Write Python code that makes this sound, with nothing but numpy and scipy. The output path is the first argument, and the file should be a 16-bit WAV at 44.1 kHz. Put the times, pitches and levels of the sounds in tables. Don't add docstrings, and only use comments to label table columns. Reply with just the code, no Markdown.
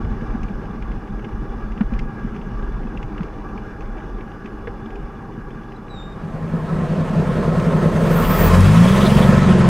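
import sys
import numpy as np
from scipy import signal
from scipy.fft import rfft, irfft, next_fast_len
from scipy.io import wavfile
from scipy.ndimage import uniform_filter1d

SR = 44100
rng = np.random.default_rng(int(sys.argv[2]) if len(sys.argv) > 2 else 0)


def output_pcm(signal):
    pcm = np.clip(np.atleast_2d(signal).T, -1, 1) * 32767
    wavfile.write(sys.argv[1], SR, np.round(pcm).astype(np.int16))


N = 427318
TIME_S = np.arange(N) / SR


def amp(db):
    return 10 ** (np.asarray(db) / 20)


def unit_rms(x):
    return x / np.sqrt(np.mean(x ** 2) + 1e-20)


def spectrum(points, hz):
    f, db = np.transpose(points)
    return np.interp(np.log(hz + 1), np.log(f + 1), db)


def humps(peaks, hz):
    return sum(db / (1 + (2 * (hz - f) / width) ** 2) for f, width, db in peaks)


def curves(rows, t=TIME_S):
    s, *columns = np.transpose(rows)
    return [np.interp(t, s, c) for c in columns]


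def add(mix, s, sound):
    part = mix[round(s * SR):][:len(sound)]
    part += sound[:len(part)]


def band(x, hz, width_hz):
    sos = signal.butter(2, [hz - width_hz / 2, hz + width_hz / 2], "band", fs=SR, output="sos")
    return unit_rms(signal.sosfilt(sos, x))


def resonate(pulses, points):
    log_gain = np.log(amp(spectrum(points, abs(np.fft.fftfreq(2 ** 15, 1 / SR)))))
    response = np.fft.ifft(np.exp(np.conj(signal.hilbert(log_gain)))).real[:8192]
    return signal.oaconvolve(pulses, response)[:N]


def drift(samples):
    return unit_rms(uniform_filter1d(uniform_filter1d(rng.standard_normal(N), samples), samples))


def steady(x, samples, floor):
    return x / np.sqrt(abs(uniform_filter1d(x ** 2, samples)) + floor)


def noise(colour_db, size, patchy_db, flicker_db, motion_db=lambda hz, t: 0):
    hop = size // 4
    frames, hz = N // hop + 5, np.fft.rfftfreq(size, 1 / SR)[:, None]
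    real, imag, patch = rng.standard_normal((frames, len(hz), 3)).T
    patch = uniform_filter1d(patch, size // 100, axis=0)
    patch = unit_rms(uniform_filter1d(patch, 2048 // hop, axis=1))
    chance_db = patchy_db * patch + flicker_db * rng.standard_normal(frames)
    still = (real + 1j * imag) * amp(colour_db(hz) + chance_db)
    moving = still * amp(motion_db(hz, np.arange(frames) * hop / SR))
    still, moving = (signal.istft(z, nperseg=size, noverlap=size - hop)[1] for z in (still, moving))
    return moving[:N] / np.sqrt(np.mean(still ** 2))


def decay(samples, t60_s):
    return amp(-60 * np.arange(samples) / SR / t60_s)


def ring(hz, t60_s, rise_s):
    t = np.arange(round(t60_s * SR) + 64) / SR
    return np.sin(2 * np.pi * hz * t) * decay(len(t), t60_s) * np.minimum(t / rise_s, 1)


def friction_tone(rows, wobble_hz, flutter_db):
    t = np.arange(rows[0][0], rows[-1][0], 1 / SR)
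    hz, db = curves(rows, t)
    wobble, flutter = (unit_rms(uniform_filter1d(v, 150)) for v in rng.standard_normal((2, len(t))))
    level = np.sqrt(2) * amp(db + flutter_db * flutter) * signal.windows.tukey(len(t), .2)
    return 2 * np.pi * np.cumsum(hz + wobble_hz * wobble) / SR, level


# f/Hz, level/dB
MIC_SPECTRUM = [(4000, -30), (7000, 0), (10000, -3), (11100, 0), (11900, -4), (12500, -4), (13300, -10),
                (14300, -3), (15100, -20), (15400, -40)]
def mic_hiss():
    return amp(-74) * noise(lambda hz: spectrum(MIC_SPECTRUM, hz), 512, patchy_db=.8, flicker_db=.6)


# t/s, panels/dB, drone/dB, mount/dB
ROLLING = [(0, -27.5, -33, -27), (1, -32.5, -35.5, -34.5), (2.2, -29.5, -35, -41), (3.3, -34, -35, -30),
           (4.5, -35, -36.5, -41.5), (6.1, -35.5, -37, -35.5)]
# f/Hz, level/dB
DRONE_SPECTRUM = [(40, -34), (65, -14), (101, -12), (219, -10), (268, -10), (417, -6), (691, -17),
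                  (936, -15), (1490, -17), (2100, -29.5), (3000, -34.5), (3900, -42.5), (5500, -44),
                  (7500, -57), (11000, -77)]
# f/Hz, width/Hz, gain/dB
CASE_MODES = [(386, 23, 5.5), (598.4, 25, -19), (630, 38, 7), (670, 25, -6.5), (801, 77, 9.5),
              (1159, 64, 9), (1648, 61, 12), (2350, 49, 7), (2910, 110, 6), (3170, 240, -8), (3440, 120, 8),
              (305, 30.5, 9), (5040, 250, 4), (6220, 660, 6)]
def case_drone():
    flares = [.12 * drift(5000)[::512] for _ in CASE_MODES]

    def motion_db(hz, t):
        flare_db = sum(np.resize(v, len(t)) * humps([mode], hz) for v, mode in zip(flares, CASE_MODES))
        return curves(ROLLING, t)[1] + flare_db
    return noise(lambda hz: spectrum(DRONE_SPECTRUM, hz) + humps(CASE_MODES, hz), 2048,
                 patchy_db=1.3, flicker_db=1, motion_db=motion_db)


# f/Hz, width/Hz, level/dB
BODY_MODES = [(114, 24.3, -2.5), (161.6, 19, -3), (217.8, 23.5, -0.5)]
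def panel_drumming():
    def colour_db(hz):
        return 10 * np.log10(sum(amp(db) ** 2 / (1 + (2 * (hz - f) / width) ** 4)
                                 for f, width, db in BODY_MODES))
    drumming = steady(noise(colour_db, 2048, patchy_db=.8, flicker_db=1.2), 5000, floor=.3)
    return drumming * amp(curves(ROLLING)[0] + 1.6 * drift(1800))


# f/Hz, level/dB
MOUNT_SPECTRUM = [(12, -60), (22, -14), (30, -4), (37, 0), (46, -4), (60, -22), (85, -40), (200, -140)]
# centre/s, length/s, level/dB
RUTS = [(0.087, 0.14, -26), (0.298, 0.091, -26), (0.426, 0.1, -24), (0.565, 0.063, -27), (0.89, 0.29, -25),
        (1.168, 0.17, -29), (1.38, 0.18, -26), (1.53, 0.15, -26), (1.69, 0.19, -25), (1.956, 0.38, -20),
        (2.265, 0.21, -27.5), (2.67, 0.67, -25.5), (3.026, 0.18, -32), (3.185, 0.091, -43),
        (3.387, 0.089, -42), (3.894, 0.26, -30), (4.14, 0.26, -29), (4.65, 0.48, -36), (5.004, 0.22, -29.5),
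        (5.453, 0.096, -39)]
def mount_shudder():
    hum = noise(lambda hz: spectrum(MOUNT_SPECTRUM, hz), 4096, patchy_db=.3, flicker_db=.3)
    level = amp(curves(ROLLING)[2] + 1.6 * drift(3000))
    for s, length_s, db in RUTS:
        add(level, max(s - length_s / 2, 0), amp(db) * signal.windows.tukey(round(length_s * SR), .8))
    return steady(hum, 3000, floor=.1) * level


# t/s, count
CYCLE_COUNT = [(.109, 0), (.909, 4), (1.684, 8), (2.038, 10), (2.721, 14), (3.177, 17), (4.1435, 23),
               (5.338, 30), (7.1, 40)]
def tappet():
    out = np.zeros(N)
    times_s, cycles = np.transpose(CYCLE_COUNT)
    for s in np.interp(np.arange(41), cycles, times_s):
        force, detune = rng.standard_normal(2)
        add(out, s, amp(-45.5 + 1.5 * force) * ring(3440 * (1 + .015 * detune), t60_s=.022, rise_s=.004))
    return out


# t/s, knock/dB, f/Hz, click/dB
WHEEL_DROPS = [(0.042, -5.5, 86.4, -39), (0.346, -4, 229, -45), (0.9, -10, 216, -44),
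               (1.134, -10.5, 215, -46), (1.33, -10.5, 109, -46), (1.807, 5.5, 210, -19.5),
               (1.92, -1.5, 217, -35), (2.243, -3.5, 213, -48), (2.468, -11, 192, -45),
               (2.85, -6.5, 212, -37), (3.038, -12, 111, -35), (3.205, -3, 178, -28),
               (3.553, -9.5, 217, -48), (4.444, -11, 216, -45), (4.671, -10, 470, -25),
               (4.82, -10, 116, -49), (5.03, -15, 110, -52), (5.553, -13, 156, -42), (5.713, -27, 222, -39)]
def mount_knocks():
    out = np.zeros(N)
    for s, db, hz, click_db in WHEEL_DROPS:
        add(out, s, amp(db) * ring(hz, t60_s=.047, rise_s=.011))
        click = band(band(rng.standard_normal(1500), 1300, 1900), 1300, 1900)
        click *= decay(1500, t60_s=.035) * np.minimum(np.arange(1500) / 90, 1)
        add(out, s + .0009, amp(click_db) * click / abs(click).max())
    return out


# f/Hz, level/dB, t60/s
LOOSE_MODES = [(1750, -5, .016), (2400, -2, .016), (2850, -3, .015), (3500, -12, .014)]
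def case_tick(hz, crack_db, chance, grit):
    out = np.zeros(3000)
    add(out, 0, ring(hz, t60_s=.02, rise_s=.002))
    for (f, db, t60_s), c in zip(LOOSE_MODES, chance):
        add(out, .002 * c, amp(db + 2 - 9 * c) * ring(f * (.94 + .12 * c), t60_s, rise_s=.002))
    scuff, crack = grit[:, round(chance[0] * SR):][:, :1500] * np.minimum(np.arange(1500) / SR / .003, 1)
    add(out, 0, (amp(-3) * scuff + amp(crack_db) * crack) * decay(1500, t60_s=.04))
    return out / abs(out).max()


# t/s, peak/dB, f/Hz, relative crack/dB
CASE_HITS = [(0.2084, -39, 2200, -22), (0.4309, -34.5, 2290, -12), (0.4825, -39, 2370, -22),
             (0.635, -42, 2000, -22), (0.8223, -31.5, 2080, -23), (0.9164, -35, 2120, -21),
             (1.1917, -40, 2230, -25), (1.2436, -32, 2160, -23), (1.718, -39, 2040, -20),
             (1.776, -33, 2000, -25), (1.935, -33, 2470, -19), (1.9893, -27, 2100, -18),
             (2.3615, -36.5, 2460, -19), (2.4134, -38, 2170, -24), (2.832, -39, 2060, -24),
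             (2.9723, -28.5, 2690, -21), (3.027, -28, 2110, -17), (3.1774, -33, 1850, -22),
             (3.2306, -32, 2170, -16), (3.4865, -42, 1890, -22), (3.576, -33, 2400, -22),
             (3.806, -36.5, 2490, -14), (3.9784, -39, 2250, -22), (4.0003, -42, 2490, -22),
             (4.207, -36.5, 2320, -27), (4.4575, -32, 2450, -23), (4.671, -48, 2300, -36),
             (4.858, -39, 3460, -24), (4.9034, -38, 1900, -21), (4.9547, -35, 2480, -18),
             (5.5044, -37, 2400, -22), (5.72, -40, 2720, -22), (5.8802, -39, 2500, -22)]
def case_rattle():
    out = np.zeros(N)
    scuff, crack = rng.standard_normal((2, 2 * SR))
    grit = np.array([band(band(scuff, 2350, 1600), 2350, 1600), band(crack, 5300, 2400)])
    for s, db, hz, crack_db in CASE_HITS:
        add(out, s, amp(db) * case_tick(hz, crack_db, rng.random(4), grit))
    for when, force, pitch, *chance in rng.random((110, 7)):
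        add(out, 8 * when, amp(-52.5 + 11 * force) * case_tick(2000 + 1000 * pitch, -21, chance, grit))
    return out


# t/s, f/Hz, level/dB
SQUEAKS = [
    [(5.745, 3930, -75), (5.761, 3900, -63), (5.767, 4000, -52), (5.775, 3727, -76)],
    [(5.86, 3950, -72), (5.874, 3980, -80), (5.91, 3910, -46), (5.92, 3900, -51), (5.996, 3660, -44),
     (6.118, 3720, -57), (6.126, 3700, -49), (6.17, 3640, -77)],
]
def brake_squeak():
    out = np.zeros(N)
    for rows in SQUEAKS:
        phase, level = friction_tone(rows, wobble_hz=25, flutter_db=1.5)
        add(out, rows[0][0], level * (np.sin(phase) + amp(-20) * np.sin(2 * phase)))
    return out


# t/s, firing rate/Hz, throttle/0-1
ENGINE_RUN = [(5.9, 32.3, 0), (7.0, 31.6, 0), (7.4, 32.2, 0), (7.8, 31.3, 0), (8.0, 32.6, .15),
              (8.2, 33.8, .3), (8.5, 42.8, .9), (8.6, 46.8, 1), (8.9, 63.4, 1), (9.0, 68.0, .85),
              (9.2, 70.3, .45), (9.4, 70.0, .25), (9.69, 65.4, .2)]
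def engine_state(t=TIME_S):
    rate_hz, throttle = curves(ENGINE_RUN, t)
    return rate_hz, throttle, np.cumsum(rate_hz) * t[1] / 3, np.clip((36 - rate_hz) / 3, 0, 1)


def cabin_fade_db(t):
    return -400 * np.maximum(6 - t, 0)


# t/s, level/dB, hiss boost/dB
CLATTER_LEVELS = [(6.2, -34, 4), (6.55, -27.5, 7), (6.9, -21.5, 2.5), (7.9, -17, 7.5), (8.1, -14.5, 15),
                  (8.4, -11.5, 20), (8.7, -13.5, 15), (9.0, -13, 17), (9.2, -12, 17), (9.32, -12.5, 10),
                  (9.45, -13, 4), (9.69, -14.5, -2)]
# f/Hz, level/dB
CLATTER_SPECTRUM = [(18, -49), (30, 14.5), (111, -10), (161, 3), (244, 2.5), (301, -1.5), (344, -8.5),
                    (496, -14.5), (645, -17.5), (795, -20), (1030, -24.5), (2040, -35), (5390, -50.5),
                    (8420, -55.5), (15800, -76)]
# f/Hz, width/Hz, gain/dB
BULKHEAD_MODES = [(159.6, 46, 16), (215, 9.3, 9.5), (290.3, 66.2, -31), (350, 8.7, 2), (413, 7.3, -5.5),
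                  (520, 7, 7.5), (654, 11, 8), (794, 52, -12.5), (1060, 43, 9), (1292, 19, 10),
                  (1530, 38, 0), (1410, 40, 2.5), (1810, 350, 4), (2040, 60, -4.5), (2190, 31, 0.5)]
# f/Hz, width/Hz, gain/dB
SNARL_MODES = [(910, 27, 1.5), (1180, 33, 6), (1390, 69, 3), (2870, 52, -11), (3360, 62, 4), (3880, 52, 9),
               (3900, 1050, -4.5)]
# f/Hz, width/Hz, gain/dB at depth 1
WHISTLE_MODES = [(4400, 52, 0.5), (5800, 50, -1), (6370, 83, 6), (7350, 50, 0), (8180, 70, 5),
                 (8470, 51, 5), (9460, 50, -8)]
# t/s, depth
WHISTLE_DEPTH = [(6.2, .7), (7.0, 0.44), (7.7, 1.5), (7.78, 1.4), (8.12, 2), (8.22, .1), (9.69, .1)]
def clatter():
    surge_db = .07 * drift(1500)

    def colour_db(hz):
        muffle_db = -15 * (hz < 240) - 8 * (hz < 60)
        return spectrum(CLATTER_SPECTRUM, hz) + humps(BULKHEAD_MODES, hz) + muffle_db

    def motion_db(hz, t):
        level_db, hiss_db = curves(CLATTER_LEVELS, t)
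        level_db += cabin_fade_db(t) - 60 * np.maximum(6.2 - t, 0)
        rate_hz, throttle, turns, idle = engine_state(t)
        rasp_db = 2.5 * np.log2(rate_hz / rate_hz[0]) + 6 * throttle
        rasp_band = np.clip(np.log2(hz / 1500 + 1e-9), 0, 1) * np.clip(np.log2(14000 / (hz + 1)), 0, 1)
        hiss_band = np.clip(np.log2(hz / 7000 + 1e-9), 0, 1)
        chuff_db = .5 * idle * np.cos(2 * np.pi * (turns - .34))
        flutter_db = (np.interp(t, TIME_S, surge_db) + chuff_db) * np.clip(hz / 3000, 0, 1)
        whistle_db = curves(WHISTLE_DEPTH, t)[0] * humps(WHISTLE_MODES, hz)
        low_cut_db = -6 * (hz > 60) * (hz < 240) - 2.5 * (hz > 240) * (hz < 750)
        return (level_db + rasp_band * rasp_db + hiss_band * hiss_db + flutter_db + whistle_db
                + throttle * humps(SNARL_MODES, hz) + (1 - idle) * low_cut_db)
    return [noise(colour_db, 2048, patchy_db=1.3, flicker_db=1, motion_db=motion_db) for _ in range(2)]


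# t/s, level/dB, f/Hz
LINKAGE_HITS = [(7.6, -28, 1700), (8.607, -22, 6800), (9.2, -30, 5300)]
def linkage_ticks():
    out = np.zeros(N)
    for s, db, hz in LINKAGE_HITS:
        add(out, s, amp(db) * band(rng.standard_normal(600), hz, 3000) * decay(600, t60_s=.012))
    return out


# t/s, level/dB, f/Hz
VALVE_RASPS = [(8.241, -32.5, 2940), (8.535, -48, 3370), (8.764, -32, 3280), (8.8748, -32, 3300),
               (8.918, -34, 3330), (8.96, -35, 3470), (9.01, -31, 3330), (9.0562, -28, 3770),
               (9.0953, -32.5, 3000), (9.1691, -31.5, 2880), (9.2213, -29.5, 3480), (9.497, -50, 9000),
               (9.582, -47.5, 9500), (9.67, -49, 9400)]
def valve_rasps(pitch_ratio=1.09):
    out = np.zeros(N)
    for s, db, hz in VALVE_RASPS:
        pair = sum(band(rng.standard_normal(2000), hz * pitch_ratio ** k, hz / 7) for k in (-.5, .5))
        add(out, s - .012, amp(db) * unit_rms(pair) * np.hanning(2000))
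    return out


# t/s, f/Hz, level/dB
BELT_MODES = [
    [(8.07, 14330, -62), (8.11, 14380, -46), (8.16, 14395, -40), (8.2, 14380, -43), (8.26, 14365, -40),
     (8.31, 14340, -33), (8.38, 14400, -35), (8.4, 14410, -52)],
    [(8.35, 14760, -50), (8.39, 14780, -33), (8.44, 14780, -29), (8.475, 14778, -30), (8.5, 14780, -50),
     (8.53, 14775, -55)],
]
def belt_squeal():
    out = np.zeros(N)
    for rows in BELT_MODES:
        phase, level = friction_tone(rows, wobble_hz=8, flutter_db=2.5)
        haze = unit_rms(uniform_filter1d(rng.standard_normal(len(phase)), 24))
        add(out, rows[0][0], level * np.sin(phase) * (1 + .52 * haze))
    return out


def body_rock():
    rate_hz, _, turns, _ = engine_state()
    return np.sqrt(2) * amp(-26 + 40 * np.log2(rate_hz / rate_hz.max())) * np.sin(2 * np.pi * turns)


# t/s, exhaust beat/dB, fan/dB
ENGINE_LEVELS = [(6.0, -48, -56), (6.3, -30, -53), (6.6, -26, -50), (6.9, -23, -45), (7.2, -21, -46),
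                 (7.5, -20, -47), (8.0, -18, -49), (8.35, -19, -42), (8.5, -12.5, -41), (8.6, -9.5, -40),
                 (8.75, -7.5, -38), (8.9, -10, -36), (9.0, -14, -30), (9.1, -15, -27), (9.3, -14.5, -21),
                 (9.5, -13.5, -15), (9.69, -14.5, -16)]
def fan_hum():
    crank = 2 * np.pi * engine_state()[2]
    hum = np.sin(8 * crank + 2.2) + amp(-7) * np.sin(6 * crank) + amp(-12) * np.sin(16 * crank)
    return np.sqrt(2) * amp(curves(ENGINE_LEVELS)[1]) * hum


# t/s, level/dB
BURBLE_LEVEL = [(8.85, -60), (9.0, -19), (9.3, -13), (9.45, -17), (9.69, -19.5)]
# f/Hz, level/dB
POP_SPECTRUM = [(40, -31), (80, -35), (120, -10.5), (160, -10.5), (200, 0), (235, -7.5), (280, -28),
                (1000, -110)]
def burble(offset_turns=.72, spread_db=2):
    at = np.flatnonzero(np.diff(np.floor(engine_state()[2] - offset_turns)))
    pulses = np.zeros(N)
    pulses[at] = amp(spread_db * rng.standard_normal(300)[:len(at)])
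    pops = resonate(pulses, POP_SPECTRUM)
    return pops / np.std(pops[-SR // 2:]) * amp(curves(BURBLE_LEVEL)[0])


IMBALANCE = [6.5, 1.5, 8.5, 7, 2, 4]
# f/Hz, level/dB
PIPE_SPECTRUM = [(20, -44), (32, -18), (60, -28), (95, -25), (125, -23), (150, -10), (164, 0), (178, -7),
                 (192, -18), (215, -13), (245, -16), (290, -30), (500, -30), (1500, -110)]
# f/Hz, level/dB
INTAKE_SPECTRUM = [(15, -53), (23, -13), (40, -22), (58, -23.5), (72, -10.5), (92, 2), (106, -7),
                   (127, -14.5), (140, -10.5), (160, -1), (185, -5.5), (205, -7), (235, -12), (270, -34.5),
                   (1000, -110)]
# firing rate/Hz, level re beat/dB
BLOCK_THUD = [(20, -23), (34, -3.5), (40, -1), (48, -6), (60, -18), (75, -43)]
# t/s, depth/0-1
THROB_DEPTH = [(8.9, 0), (9.03, 1), (9.42, 1), (9.52, .35), (9.69, .35)]
def engine_beat():
    rate_hz, throttle, turns, idle = engine_state()
    at = np.flatnonzero(np.diff(np.floor(3 * turns)))
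    chance = rng.standard_normal(800)[:len(at)]
    pulses = np.zeros(N)
    pulses[at] = amp(5 + 16 * throttle[at]) + np.resize(IMBALANCE, len(at)) + .7 * chance
    roar_db = np.minimum(-15.5 + 88 * np.log2(rate_hz / rate_hz[0]), 10.5)
    beat = resonate(pulses, PIPE_SPECTRUM) + amp(roar_db) * resonate(pulses, INTAKE_SPECTRUM)
    lope_db = 1.3 * (1.5 - throttle) * drift(1300)
    thud = amp(spectrum(BLOCK_THUD, rate_hz)) * np.sin(2 * np.pi * 3 * turns)
    beat = steady(beat, 6000, floor=1e-12) * amp(lope_db) + thud
    throb_db = 6 * curves(THROB_DEPTH)[0] * (np.cos(2 * np.pi * (turns - .92)) - .3 + .15 * drift(900))
    putter_db = 3 * idle * np.cos(2 * np.pi * (turns - .38))
    return beat * amp(curves(ENGINE_LEVELS)[0] + throb_db + putter_db)


# f/Hz, left minus right/dB
BALANCE = [(60, 3.0), (130, 2.5), (290, -4), (640, -1), (1410, -0.5), (3100, 0.3), (6820, -0.3),
           (15000, -0.3)]
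# f/Hz, gain/dB
SIDE_SPECTRUM = [(30, -18), (100, -69), (300, -67), (700, -20), (1500, -23.5), (3300, -49), (5500, -20),
                 (9000, -8.5), (12000, -18), (15500, -28)]
def cabin():
    mid_clatter, side_clatter = clatter()
    engine = (engine_beat() + fan_hum() + body_rock() + burble()) * amp(cabin_fade_db(TIME_S))
    size = next_fast_len(N + 4096)
    hz = np.fft.rfftfreq(size, 1 / SR)
    mid = rfft(engine + mid_clatter + belt_squeal() + linkage_ticks() + valve_rasps(), size)
    side = rfft(side_clatter, size) * amp(spectrum(SIDE_SPECTRUM, hz))
    lean = amp(spectrum(BALANCE, hz) / 2)
    return irfft(np.array([mid * lean + side, mid / lean - side]), size)[:, :N]


# t/s, gain/dB
OUTSIDE_FADE = [(0, 0), (6.0, 0), (6.6, -2), (7.3, -7), (8.0, -30), (9.7, -60)]
def scene():
    outside = mount_shudder() + panel_drumming() + case_drone() + mic_hiss()
    outside += mount_knocks() + case_rattle() + tappet() + brake_squeak()
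    return outside * amp(curves(OUTSIDE_FADE)[0]) + cabin()


def record(dry):
    clipped = np.clip(.94 * dry, -1, 1) * np.minimum(np.arange(N) / 200, 1)
    low_pass = signal.firwin(1023, 15850, window=("kaiser", 9), fs=SR)
    return signal.oaconvolve(clipped, low_pass[None], "same")


dry = scene()
out = record(dry)
output_pcm(out)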